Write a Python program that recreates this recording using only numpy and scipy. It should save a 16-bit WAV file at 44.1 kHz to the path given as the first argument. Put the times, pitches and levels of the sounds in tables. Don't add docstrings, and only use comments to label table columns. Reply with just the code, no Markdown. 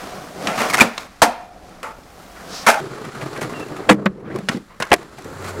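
import sys
import numpy as np
from scipy import signal
from scipy.fft import rfft, irfft, next_fast_len
from scipy.io import wavfile
from scipy.ndimage import uniform_filter1d

SR = 44100
rng = np.random.default_rng(int(sys.argv[2]) if len(sys.argv) > 2 else 0)


def generate_wav(signal):
    frames = np.transpose(np.atleast_2d(signal))
    scaled = np.clip(frames, -1, 1) * 32767
    pcm = np.round(scaled).astype(np.int16)
    wavfile.write(sys.argv[1], SR, pcm)


def field_ratio(decibels):
    return 10 ** (np.asarray(decibels, dtype=float) / 20)


N = 246959

TAKE_EDGES = [0, 2.806, 5.248, 5.6]
# [t/s, f/Hz, level/dB, time to fall 60 dB/s, wobble 0-1]
FREE_RINGS = [(.62, 730, -34, .17, 0.3), (0.842, 233, -21, 0.27, 0.1), (0.831, 2500, -46, .2, .8),
              (1.235, 760, -22, 0.11, 0.5), (1.32, 719.5, -37, 1.8, 0.7), (2.7, 867, -26, 0.61, 0.75),
              (2.72, 1500, -26, 0.5, 0.9), (1.3, 2430, -44, .6, 0.56), (3.95, 202, -24, 0.55, 0.2),
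              (3.9, 310, -4, 0.14, 0.1), (4.094, 184, -28, 0.3, 0.1), (4.425, 190, -28, 0.45, 0.1),
              (4.545, 207, -17.5, 0.22, 0.7), (1.835, 520, -24, 0.1, 0.8), (1.84, 1280, -30, 0.25, 0.86),
              (1.84, 883, -32, 0.41, 0.73), (4.932, 674, 1, 0.042, 0)]
# [t/s, f/Hz, level/dB, time to fall 60 dB/s]
DAMPED_PINGS = [(.7015, 1250, -14, .02), (.708, 2200, -9, 0.016), (.7435, 2120, -2, .02),
                (0.7895, 1450, -5, .03), (0.8182, 2340, -3, .02), (.816, 950, -7, 0.022),
                (.812, 226, -5, 0.06), (1.219, 200, -10, .06), (1.232, 300, -14, .1),
                (1.275, 240, -23, .15), (1.222, 600, -13, .06), (.573, 240, -21, .08),
                (.738, 205, -22, .07), (.848, 640, -22, .09), (4.918, 420, -9.5, .035),
                (4.931, 430, -12, .04), (4.945, 704, -19, 0.082), (.478, 700, -22, 0.043),
                (1.224, 880, -6, 0.045), (1.243, 806, -9, .04), (2.670, 2250, -5, .025),
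                (2.671, 930, -5, 0.067), (2.686, 1750, -8, .03), (2.686, 790, -3, 0.054),
                (2.703, 1660, -9, .03), (2.714, 792, -9, .04), (2.738, 1400, -15, .05),
                (2.754, 640, -15, 0.052), (2.772, 810, -14, 0.08), (2.797, 807, -19, .06),
                (3.887, 517, -11, 0.055), (3.895, 518, 1.5, 0.061), (3.942, 330, -14, .04),
                (4.0595, 560, -13, 0.05), (4.059, 1250, -14, 0.025), (4.058, 198, -6, .11),
                (4.062, 371, -17, .1), (3.905, 196, -3, .1), (3.918, 470, -6, .07), (3.94, 200, -14, .04),
                (4.4875, 1950, -8, 0.022), (4.4875, 2850, -9, .02), (4.494, 228, -13, 0.05),
                (3.988, 310, -22, .1), (4.545, 260, -19.5, 0.076), (4.566, 327, -19, .05),
                (4.802, 500, -18, 0.042), (4.907, 565, -21, .04), (4.9195, 720, -2.5, 0.038),
                (4.930, 950, 0, 0.025)]


def evened(x):
    return x / np.sqrt(np.mean(x ** 2) + 1e-20)


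def peaked(x):
    return x / np.sqrt(uniform_filter1d(x ** 2, size=130).max())


def read(points, hz):
    f, value = np.transpose(points)
    return np.interp(np.log(hz + 1), np.log(f + 1), value)


def columns(rows):
    s, *values = np.transpose(rows)
    t = np.arange(round(s[0] * SR), round(s[-1] * SR)) / SR
    return [t] + [np.interp(t, s, v) for v in values]


def add(mix, s, sound):
    part = mix[round(s * SR):][:len(sound)]
    part += sound[:len(part)]


def coloured(x, gain):
    size = next_fast_len(len(x))
    return irfft(rfft(x, size) * gain(np.fft.rfftfreq(size, 1 / SR)), size)[:len(x)]


def resonate(x, hz, width):
    turn = np.exp(2j * np.pi * np.cumsum(hz * np.ones(len(x))) / SR)
    r = np.exp(-np.pi * width / SR)
    return 2 * (turn * signal.lfilter([1 - r], [1, -r], x / turn)).real


def tone(rows, soft):
    t, hz, db = columns(rows)
    wave = np.sin(2 * np.pi * np.cumsum(hz) / SR)
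    return t[0], np.sqrt(2) * field_ratio(db) * wave * signal.windows.tukey(len(t), soft)


def engine_hum():
    # [t/s, f/Hz, level/dB]
    engine = [
        (5.248, 97.5, -38),
        (5.274, 95, -44),
        (5.31, 93.5, -54),
        (5.392, 93, -38),
        (5.526, 92.5, -37),
        (5.6, 91, -36),
    ]
    return tone(engine, .05)


def bird():
    # [t/s, length/s, starting f/Hz, level/dB]
    pipes = [
        (3.542, 0.05, 2780, -41),
        (3.603, 0.042, 2710, -40),
        (3.657, 0.035, 2740, -54),
        (3.752, 0.04, 2720, -54),
    ]
    droop_hz_per_s = 1100
    out = np.zeros(N)
    for s, length, hz, db in pipes:
        add(out, *tone([(s, hz, db), (s + length, hz - droop_hz_per_s * length, db)], 0.26))
    return out


def humps(peaks, hz):
    return field_ratio(sum(db / (1 + (2 * (hz - centre_hz) / width) ** 2) for centre_hz, width, db in peaks))


def shifting(x):
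    depth_db, fade_hz = 1.6, 1800
    hz, t, z = signal.stft(x, SR, nperseg=1024)
    patches = rng.standard_normal((len(t), len(hz)))
    patches = uniform_filter1d(patches, size=7, axis=0)
    patches = evened(uniform_filter1d(patches, size=3, axis=1)).T
    gain = field_ratio(depth_db * (patches - .3) / (1 + (hz[:, None] / fade_hz) ** 2)) - 1
    return signal.istft(z * gain, SR, nperseg=1024)[1][:len(x)]


def low(hz, edge_hz):
    return 1 / (1 + (hz / edge_hz) ** 6)


def wheels(rows, colour, drones, grit, air_db):
    t, *levels_db = columns(rows)
    lumpy_db, per_s, stones_db = grit
    drive, lumps, pick, size, air = rng.random((len(t), 5)).T
    drive = drive - .5
    lumps = evened(uniform_filter1d(uniform_filter1d(lumps - .5, 300), 300))
    stones = (pick < per_s / SR) * field_ratio(-4.0 * np.log(size + 0.016))
    stones = signal.oaconvolve(stones, np.exp(-np.arange(600) / 60.0))[:len(t)]
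    stones = evened(stones)
    rumble = field_ratio(lumpy_db * lumps)
    drone = field_ratio(.6 * lumpy_db * lumps) + field_ratio(stones_db - 10.5) * stones
    hiss = field_ratio(.3 * lumpy_db * lumps) + field_ratio(stones_db) * stones
    bands = [lambda hz: low(hz, 855) * (1 - low(hz, 110)),
             lambda hz: low(hz, 2400) * (1 - low(hz, 1037)),
             lambda hz: 1 - low(hz, 3550)]
    out = field_ratio(air_db) * evened(coloured(air - .5, lambda hz: low(hz, 90) * hz / (hz + 15)))
    for level_db, band, bite in zip(levels_db, bands, [rumble, drone, hiss]):
        def gain(hz):
            return field_ratio(read(colour, hz)) * humps(drones, hz) * np.sqrt(band(hz))
        out += field_ratio(level_db) * evened(coloured(drive * bite, gain))
    return out + shifting(out)


def layers(rows, start, end, share, lift_db):
    s, load_db, grit_db = np.transpose(rows)[:, np.r_[0, :len(rows), -1]]
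    s = np.clip(np.r_[start, s[1:-1], end], start, end)
    drone_db = (1 - share) * load_db + share * grit_db + lift_db
    return np.transpose([s, load_db, drone_db, grit_db])


def rolling():
    # [f/Hz, level/dB per Hz]
    garage_colour = [(59, -14.5), (100, 0), (177, -4), (210, -8), (244, 0), (471, -2), (751, -2.5),
                     (871, -9.5), (1150, -7), (2980, -19.5), (5640, -22.5), (15900, -37.5)]
    drive_colour = [(59, -22), (100, 3.5), (132, 7), (254, 1.5), (423, 3), (720, -5), (989, -10.5),
                    (1220, -8), (2740, -23), (4660, -26.5), (6270, -30.5), (7120, -31), (15900, -45)]
    last_colour = [(59, -31), (100, -1.5), (206, -6.5), (373, -6.5), (1030, -16.5), (1250, -13),
                   (2860, -27.5), (4280, -25), (5520, -28.5), (7270, -26), (15900, -39)]
    # [t/s, load on the wheels level/dB, grit under wheels and soles level/dB]
    garage_run = [(0, -34, -42), (.34, -38.5, -49), (.46, -26, -38), (.53, -35.5, -40.5), (.6, -37, -30.5),
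                  (.68, -31, -35.5), (.86, -26, -38), (.9, -44, -48.5), (1.01, -43.5, -44),
                  (1.09, -52, -55), (1.4, -47, -55), (1.5, -49, -60), (1.69, -45, -54.5),
                  (2.05, -45.5, -57), (2.34, -45, -53.5), (2.55, -39, -44), (2.65, -46, -43),
                  (2.8, -38, -41)]
    drive_run = [(2.81, -32, -47), (3.11, -36.5, -48), (3.22, -33, -45), (3.62, -31, -47.5),
                 (3.875, -30, -51.5), (3.98, -28.5, -60.5), (4.148, -38.5, -65), (4.25, -36.5, -70),
                 (4.358, -25.5, -53), (4.47, -48.5, -54.5), (4.52, -32, -42), (4.614, -54, -58.5),
                 (4.76, -52, -62.5), (4.87, -57, -53), (4.97, -37, -49.5), (5.098, -47.5, -57),
                 (5.194, -44.5, -52), (5.24, -45, -52)]
    last_run = [(5.25, -32.5, -50.5), (5.36, -37, -50.5), (5.43, -33, -47.5), (5.49, -36, -39),
                (5.52, -35, -47), (5.6, -29.5, -49)]
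    # [f/Hz, width/Hz, level/dB]
    deck_drones = [
        [(190, 39, 12), (364, 37, -1.5), (730, 70, 3), (1200, 84, -0.5)],
        [(135, 13, 4.5), (300, 14, 4.5), (388, 110, 6), (447, 74, -0.5), (1320, 170, 0.5), (4100, 430, 2),
         (7350, 600, 3.5), (10000, 600, 4.5)],
        [(172, 30, -2), (395, 60, 6), (520, 24, 4), (1250, 74, -1.5), (4300, 600, 1.5), (7340, 590, 3)],
    ]
    # [lumpiness/dB, stones per second, stones level/dB]
    ground = [
        (1.3, 160, -15.5),
        (2.9, 40, -18),
        (1.5, 60, -15),
    ]
    # [share of grit 0-1, lift/dB]
    drone_mix = [
        (1, 3.5),
        (0.64, 1.5),
        (0.9, 6),
    ]
    air_levels = [-51, -52.5, -50.5]
    colours = [garage_colour, drive_colour, last_colour]
    runs = [garage_run, drive_run, last_run]
    out = np.zeros(N)
    for k in range(3):
        levels = layers(runs[k], TAKE_EDGES[k], TAKE_EDGES[k + 1], *drone_mix[k])
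        add(out, TAKE_EDGES[k], wheels(levels, colours[k], deck_drones[k], ground[k], air_levels[k]))
    return out


def scuff(rows, width):
    t, db, hz = columns(rows)
    rasp = resonate(resonate(rng.standard_normal(len(t)), hz, width), hz, width)
    return t[0], field_ratio(db) * evened(rasp) * signal.windows.tukey(len(t), .3)


def scuffs():
    # [t/s, level/dB, centre f/Hz]
    rubbing_strokes = [
        [(2.47, -48, 4720), (2.554, -32.5, 4650), (2.655, -40, 5100)],
        [(4.505, -49, 3900), (4.533, -41.5, 3890), (4.561, -52, 3870), (4.575, -36, 3850)],
        [(3.888, -34, 7500), (3.898, -21, 8000), (3.93, -38, 7000)],
    ]
    out = np.zeros(N)
    for rows in rubbing_strokes:
        add(out, *scuff(rows, 3000))
    return out


def bushing_squeak():
    # [t/s, level/dB, f/Hz]
    squeak = [
        (4.235, -47.5, 1000),
        (4.275, -41.5, 1150),
        (4.3, -44, 1600),
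        (4.32, -43, 1880),
        (4.345, -50, 2000),
    ]
    return scuff(squeak, 600)


def axle_squeal():
    # [t/s, f/Hz, level/dB]
    squeal = [
        (.8065, 2400, -12),
        (.810, 2400, 1.5),
        (.8165, 2360, 0.5),
    ]
    return tone(squeal, 0.3)


def deck_sway():
    # [t/s, f/Hz, level/dB]
    sway = [
        (1.252, 730, -21),
        (1.275, 715, -23),
        (1.293, 706, -21.5),
        (1.305, 716, -25),
    ]
    return tone(sway, .2)


def pings(rows):
    out, t = np.zeros(N), np.arange(SR // 8) / SR
    for s, hz, db, t60 in rows:
        add(out, s, field_ratio(db - 60 * t / t60) * np.sin(2 * np.pi * hz * t) * np.minimum(t / 0.0015, 1))
    return out


def low_kicks():
    # [t/s, f/Hz, level/dB, time to fall 60 dB/s]
    kicks = [
        (3.893, 60, -24, .08),
        (4.917, 75, -20, 0.08),
        (4.1, 70, -33, .06),
    ]
    return pings(kicks)


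def free_rings(rows):
    out, t = np.zeros(N), np.arange(SR // 2) / SR
    for s, hz, db, t60, wobble in rows:
        width = 25 + 70 * wobble
        noise = rng.standard_normal(len(t))
        wavering = evened(resonate(resonate(noise, hz, width), hz, width))
        sound = np.sqrt(1 - wobble) * np.sin(2 * np.pi * hz * t) + 0.82 * wobble * wavering
        add(out, s, field_ratio(db - 60 * t / t60) * sound * np.minimum(t / 0.0041, 1))
    return out


def ring(modes):
    t = np.arange(SR // 3) / SR
    out = sum(field_ratio(db - 60 * t / t60) * np.sin(2 * np.pi * hz * t) for hz, db, t60 in modes)
    return out / np.linalg.norm(out)


def listed(kinds):
    return sorted((s, db, db + thump_db, db + crack_db, hz, rise, length, tick, tilt_db)
                  for rows, rise, length, tick, crack_db, tilt_db in kinds
                  for s, db, thump_db, hz in rows)


def blows(kinds, thump, deck, ring_db, ring_t60):
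    # [f/Hz, level/dB per Hz]
    crack_colour = [(1500, -24), (2400, -3), (3200, 0), (5000, -2), (7500, -5), (10500, -9), (13000, -14),
                    (16000, -19)]
    t, out = np.arange(4000) / SR, np.zeros(N)
    thump_ring, deck_ring = ring(thump), ring(deck)
    above = signal.butter(2, 480, "high", fs=SR, output="sos")
    for s, deck_db, thump_db, crack_db, hz, rise, length, tick, tilt_db in listed(kinds):
        noise = rng.standard_normal(len(t))
        contact = noise * np.exp(-(t / length) ** 1.28) * np.minimum(t / rise, 1)
        first_tick = tick * (t == 0)
        struck = deck_ring + field_ratio(ring_db) * ring([(hz, 0, ring_t60)])
        clack = signal.oaconvolve(contact + 1.5 * first_tick, struck[:3000])
        add(out, s, field_ratio(deck_db - 3) * peaked(signal.sosfilt(above, clack)))
        add(out, s, field_ratio(thump_db - 3) * peaked(signal.oaconvolve(contact, thump_ring)))
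        crack = coloured(np.r_[np.zeros(64), contact + first_tick],
                         lambda hz: field_ratio(read(crack_colour, hz) + tilt_db * np.log2(hz / 5000 + .1)))
        add(out, s - 64 / SR, field_ratio(crack_db - 1.5) * peaked(crack))
    return out


def walls(x, decays, first_s):
    taps = np.zeros((3, SR // 2))
    at = np.arange(round(first_s * SR), taps.shape[1] - 10, 10)
    places = at + rng.integers(0, 10, (3, len(at)))
    np.put_along_axis(taps, places, rng.choice([-1., 1.], (3, len(at))), 1)
    hz, t, z = signal.stft(taps, SR, nperseg=256)
    tails = signal.istft(z * field_ratio(-60 * t / read(decays, hz)[:, None]), SR, nperseg=256)[1]
    turn = np.pi * (np.arange(N) * 40 / SR + np.arange(3)[:, None] / 3)
    fed = np.sqrt(2 / 3) * np.cos(turn) * x
    return signal.oaconvolve(fed, tails / np.linalg.norm(tails[0]), axes=1).sum(0)[:N]


def garage_board():
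    # [f/Hz, level/dB, time to fall 60 dB/s]
    thump = [(190, -17, .06), (234.4, 19.5, 0.1), (336, 9, 0.12), (445, 6, .05)]
    deck = [(616, -28, 0.024), (840, -7, 0.019), (1000, -14, 0.0061), (1300, 8.5, 0.012),
            (1735, 16.5, 0.003), (2210, 12, 0.0028), (2500, 14, 0.0011)]
    edge_taps = [
        (.472, -15, -22, 1500),
        (.979, -20.5, -34, 1140),
    ]
    truck_ticks = [(.735, -11.5, -20, 1900), (.7395, -11, -18, 2200), (.7435, -5.5, -37.5, 2170),
                   (.751, -10, -20.5, 1500), (.771, -14, -17.5, 1900), (.780, -12.5, -35.5, 2000),
                   (.785, -14, -30, 2600), (.789, -13.5, -22, 1510), (.800, -10, -19, 2500),
                   (.807, -1, -12.5, 1900), (.811, -3, -18, 1500), (.577, -20.5, -10, 2000),
                   (.605, -16.5, -15, 2100), (.617, -16.5, -15, 1300), (.698, -18, -20, 2400),
                   (1.692, -40.5, -3, 2500), (1.830, -22.5, -18, 2600), (2.665, -9.5, -21, 1540),
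                   (2.742, -20.5, -20, 1500), (2.758, -26, -20, 2600)]
    knocks = [
        (.685, -23, -14, 900),
        (.7, -14, -22, 1200),
        (.727, -20, -18, 950),
        (.797, -11.5, -18, 2450),
        (.816, -3, -24, 870),
        (2.668, -3.5, -14, 1550),
        (2.677, -6, -17, 1770),
        (2.699, -8, -26, 1500),
        (2.735, -24, -30, 1600),
    ]
    slaps = [
        (.827, -13, -18, 700),
        (1.2185, 2, -22, 940),
        (1.230, -6, -26, 705),
        (2.686, -2.5, -23.5, 884),
        (2.712, -12.5, -40, 860),
    ]
    slides = [
        (.478, -16.5, -11, 780),
        (.578, -16.5, -4, 1140),
        (.604, -15, -20, 720),
        (.984, -32.5, -17.5, 1120),
        (1.834, -24, -16, 1250),
        (2.36, -35.5, -12, 1480),
    ]
    # [f/Hz, time to fall 60 dB/s]
    wall_tone = [(200, -1), (350, -2.5), (750, -1.5), (1600, -3), (2500, -3), (6000, -3)]
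    wall_decay = [(150, 0.072), (400, 0.53), (1040, 0.46), (2760, 0.46), (7280, 0.26)]
    # rows, rise s, contact s, first tick size, crack over strength dB, crack tilt dB per octave
    kinds = [(edge_taps, 0.00046, 0.0044, 5.4, 1.7, -8),
             (truck_ticks, 0.00062, 0.0039, 1.4, -6, -.1),
             (knocks, 0.0014, 0.0097, .3, -7, -0.12),
             (slaps, 0.00025, 0.018, 1.3, -8, -0.075),
             (slides, 0.001, 0.067, 0.077, -12, -0.39)]
    board = blows(kinds, thump, deck, 0.65, 0.0073)
    board += free_rings([row for row in FREE_RINGS if row[0] < TAKE_EDGES[1]])
    board += pings([row for row in DAMPED_PINGS if row[0] < TAKE_EDGES[1]])
    returned = coloured(board, lambda hz: field_ratio(read(wall_tone, hz)))
    return board + field_ratio(-11.5) * walls(returned, wall_decay, .004)


def drive_board():
    # [f/Hz, level/dB, time to fall 60 dB/s]
    thump = [(175, -7, 0.13), (219, 7, 0.035), (312.7, -1.5, 0.089), (382, -36.5, 0.024), (454, 2, 0.043)]
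    deck = [(650, 12, 0.009), (860, -7, 0.0081), (1130, 6.5, 0.012), (1350, 14.5, 0.0029),
            (1720, 11.5, 0.0025), (2070, 15, 0.0035), (2600, 19.5, 0.00082)]
    bump_clicks = [(3.05, -37, -20, 1300), (3.222, -38, -20, 2300), (3.338, -41, -20, 2000),
                   (3.375, -32, -20, 1900), (3.411, -30, -20, 2380), (3.427, -29, -10, 1900),
                   (3.447, -36, -20, 1800), (3.495, -37, -18, 2000), (3.530, -38, -20, 2500),
                   (3.596, -37, -10, 2000), (3.685, -39, -20, 2500), (3.765, -36, -20, 2500),
                   (3.928, -29, -20, 2200), (5.028, -42, -20, 2000), (5.186, -39, -20, 2000),
                   (5.244, -37, -20, 1700), (5.334, -45, -20, 2500), (5.443, -33, -20, 2000),
                   (5.462, -39, -20, 2500), (5.492, -37, -20, 2500)]
    bumps = [(3.043, -29.5, 1.5, 1320), (3.146, -30, 3, 1400), (3.21, -24, -16, 640),
             (3.359, -26.5, -19, 1620), (3.411, -17, -5, 686), (3.428, -22.5, -3, 1300),
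             (3.496, -29, -4, 1060), (3.598, -27.5, 5.5, 1250), (3.763, -30.5, -4, 620),
             (3.833, -36, 0, 1500), (3.885, -27, 2.5, 630), (4.194, -47, 1, 633), (4.312, -43, 20.5, 604),
             (5.12, -40, -4, 1400), (5.178, -31, -5, 774), (5.443, -28, -2, 1210), (5.473, -30, 0, 1250)]
    thuds = [
        (3.532, -26.5, 1, 1280),
        (3.907, -6, -6, 930),
        (4.274, -43, 17.5, 1100),
        (4.544, -31, 12.4, 750),
        (4.568, -30.5, 6.5, 759),
        (3.918, -19, 4, 500),
        (4.905, -27, 8.4, 560),
    ]
    snaps = [
        (4.359, -26, 8, 1050),
        (4.386, -26.5, 7, 760),
        (4.8005, -19, -1, 1700),
        (3.942, -32, 11, 600),
        (4.937, -5.5, -14.5, 690),
    ]
    tail_pops = [
        (4.4872, -8.5, -12, 1900),
        (4.8235, -12, -16, 1600),
    ]
    slams = [
        (3.891, -1.5, -17.5, 533),
        (3.896, 4, -14, 500),
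        (3.928, -22, 6.5, 789),
        (4.921, -11, -4, 705),
        (4.495, -19.5, -3, 1210),
        (4.916, 0, -12, 730),
        (4.929, -3, -14, 930),
    ]
    scuffles = [
        (4.24, -40, 14.5, 1160),
        (4.3, -37, 9, 810),
        (4.34, -33.5, -3, 760),
        (4.69, -37.5, -4, 1110),
        (4.845, -33, -11, 1300),
    ]
    hop = [
        (4.059, -9.5, -9, 1650),
    ]
    grains = [(4.057, -34, -11, 900), (4.930, -14, -20, 1700), (4.8255, -28, -20, 2500),
              (4.852, -40, -20, 1500), (4.872, -44, -20, 2000), (4.904, -39, -20, 2000),
              (4.9395, -13.5, -20, 1400), (4.962, -39, -20, 2500), (5.222, -43, -20, 2500),
              (4.572, -42, -20, 2000)]
    skids = [(4.803, -20.5, -5, 1560), (4.829, -25, -12, 1600), (4.492, -24, -5, 1460),
             (4.865, -34, -12, 1600), (4.98, -37, -8, 700), (5.015, -37, -7, 900), (4.51, -30, -7, 1400)]
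    # [f/Hz, time to fall 60 dB/s]
    yard_decay = [(150, 0.066), (400, 0.036), (1040, 0.064), (2760, 0.04), (7280, 0.03)]
    # rows, rise s, contact s, first tick size, crack over strength dB, crack tilt dB per octave
    kinds = [(bump_clicks, .001, 0.0038, .5, -1.5, -.3),
             (bumps, 0.0054, .018, 0.0995, -10, -.1),
             (thuds, 0.0057, 0.011, .1, -22, -.1),
             (snaps, 0.001, 0.0053, .6, -7.5, -.1),
             (tail_pops, 0.0011, 0.0058, 5.3, -4.5, -6.5),
             (slams, 0.0026, 0.0065, .3, -14, -0.46),
             (scuffles, 0.017, 0.066, 0.03, -15.5, -7),
             (hop, 0.0021, 0.0072, .5, -13.5, -4.5),
             (grains, .0004, 0.0023, 1.2, 1.2, .4),
             (skids, .0015, 0.021, .2, -10, -1.5)]
    board = blows(kinds, thump, deck, -3.0, 0.011)
    board += free_rings([row for row in FREE_RINGS if row[0] > TAKE_EDGES[1]])
    board += pings([row for row in DAMPED_PINGS if row[0] > TAKE_EDGES[1]])
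    return board + field_ratio(-21) * walls(board, yard_decay, 0.0048)


def scene():
    indoors = np.arange(N) < TAKE_EDGES[1] * SR
    board = np.where(indoors, garage_board(), drive_board())
    no_bass = signal.butter(3, 120, "high", fs=SR, output="sos")
    mix = signal.sosfilt(no_bass, board)
    mix += bird() + rolling() + scuffs() + low_kicks()
    for s, sound in [engine_hum(), bushing_squeak(), axle_squeal(), deck_sway()]:
        add(mix, s, sound)
    return mix[None]


def top_cut(x):
    return signal.sosfilt(signal.butter(12, 16090, fs=SR, output="sos"), x)


def record(dry):
    hiss_db, edge_hz, overload = -51, 16050, 1.0
    duck_from_db, recover_db_per_s = -33, 31.5
    power_db = 10 * np.log10(abs(uniform_filter1d(dry[0] ** 2, size=400)) + 1e-12)
    fall = np.arange(N) * recover_db_per_s / SR
    held_db = np.maximum.accumulate(power_db + fall) - fall
    over_db = np.maximum(held_db - duck_from_db, 0)
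    hiss = evened(coloured(rng.standard_normal(N), lambda hz: 1 / (1 + hz / 6000)))
    heard = dry[0] + field_ratio(hiss_db - over_db) * hiss
    limited = coloured(heard, lambda hz: 1 / (1 + (hz / edge_hz) ** 60))[None]
    clipped = limited / (1 + abs(limited / overload) ** 8) ** (1 / 8)
    return top_cut(clipped)


dry = scene()
out = record(dry)
generate_wav(out)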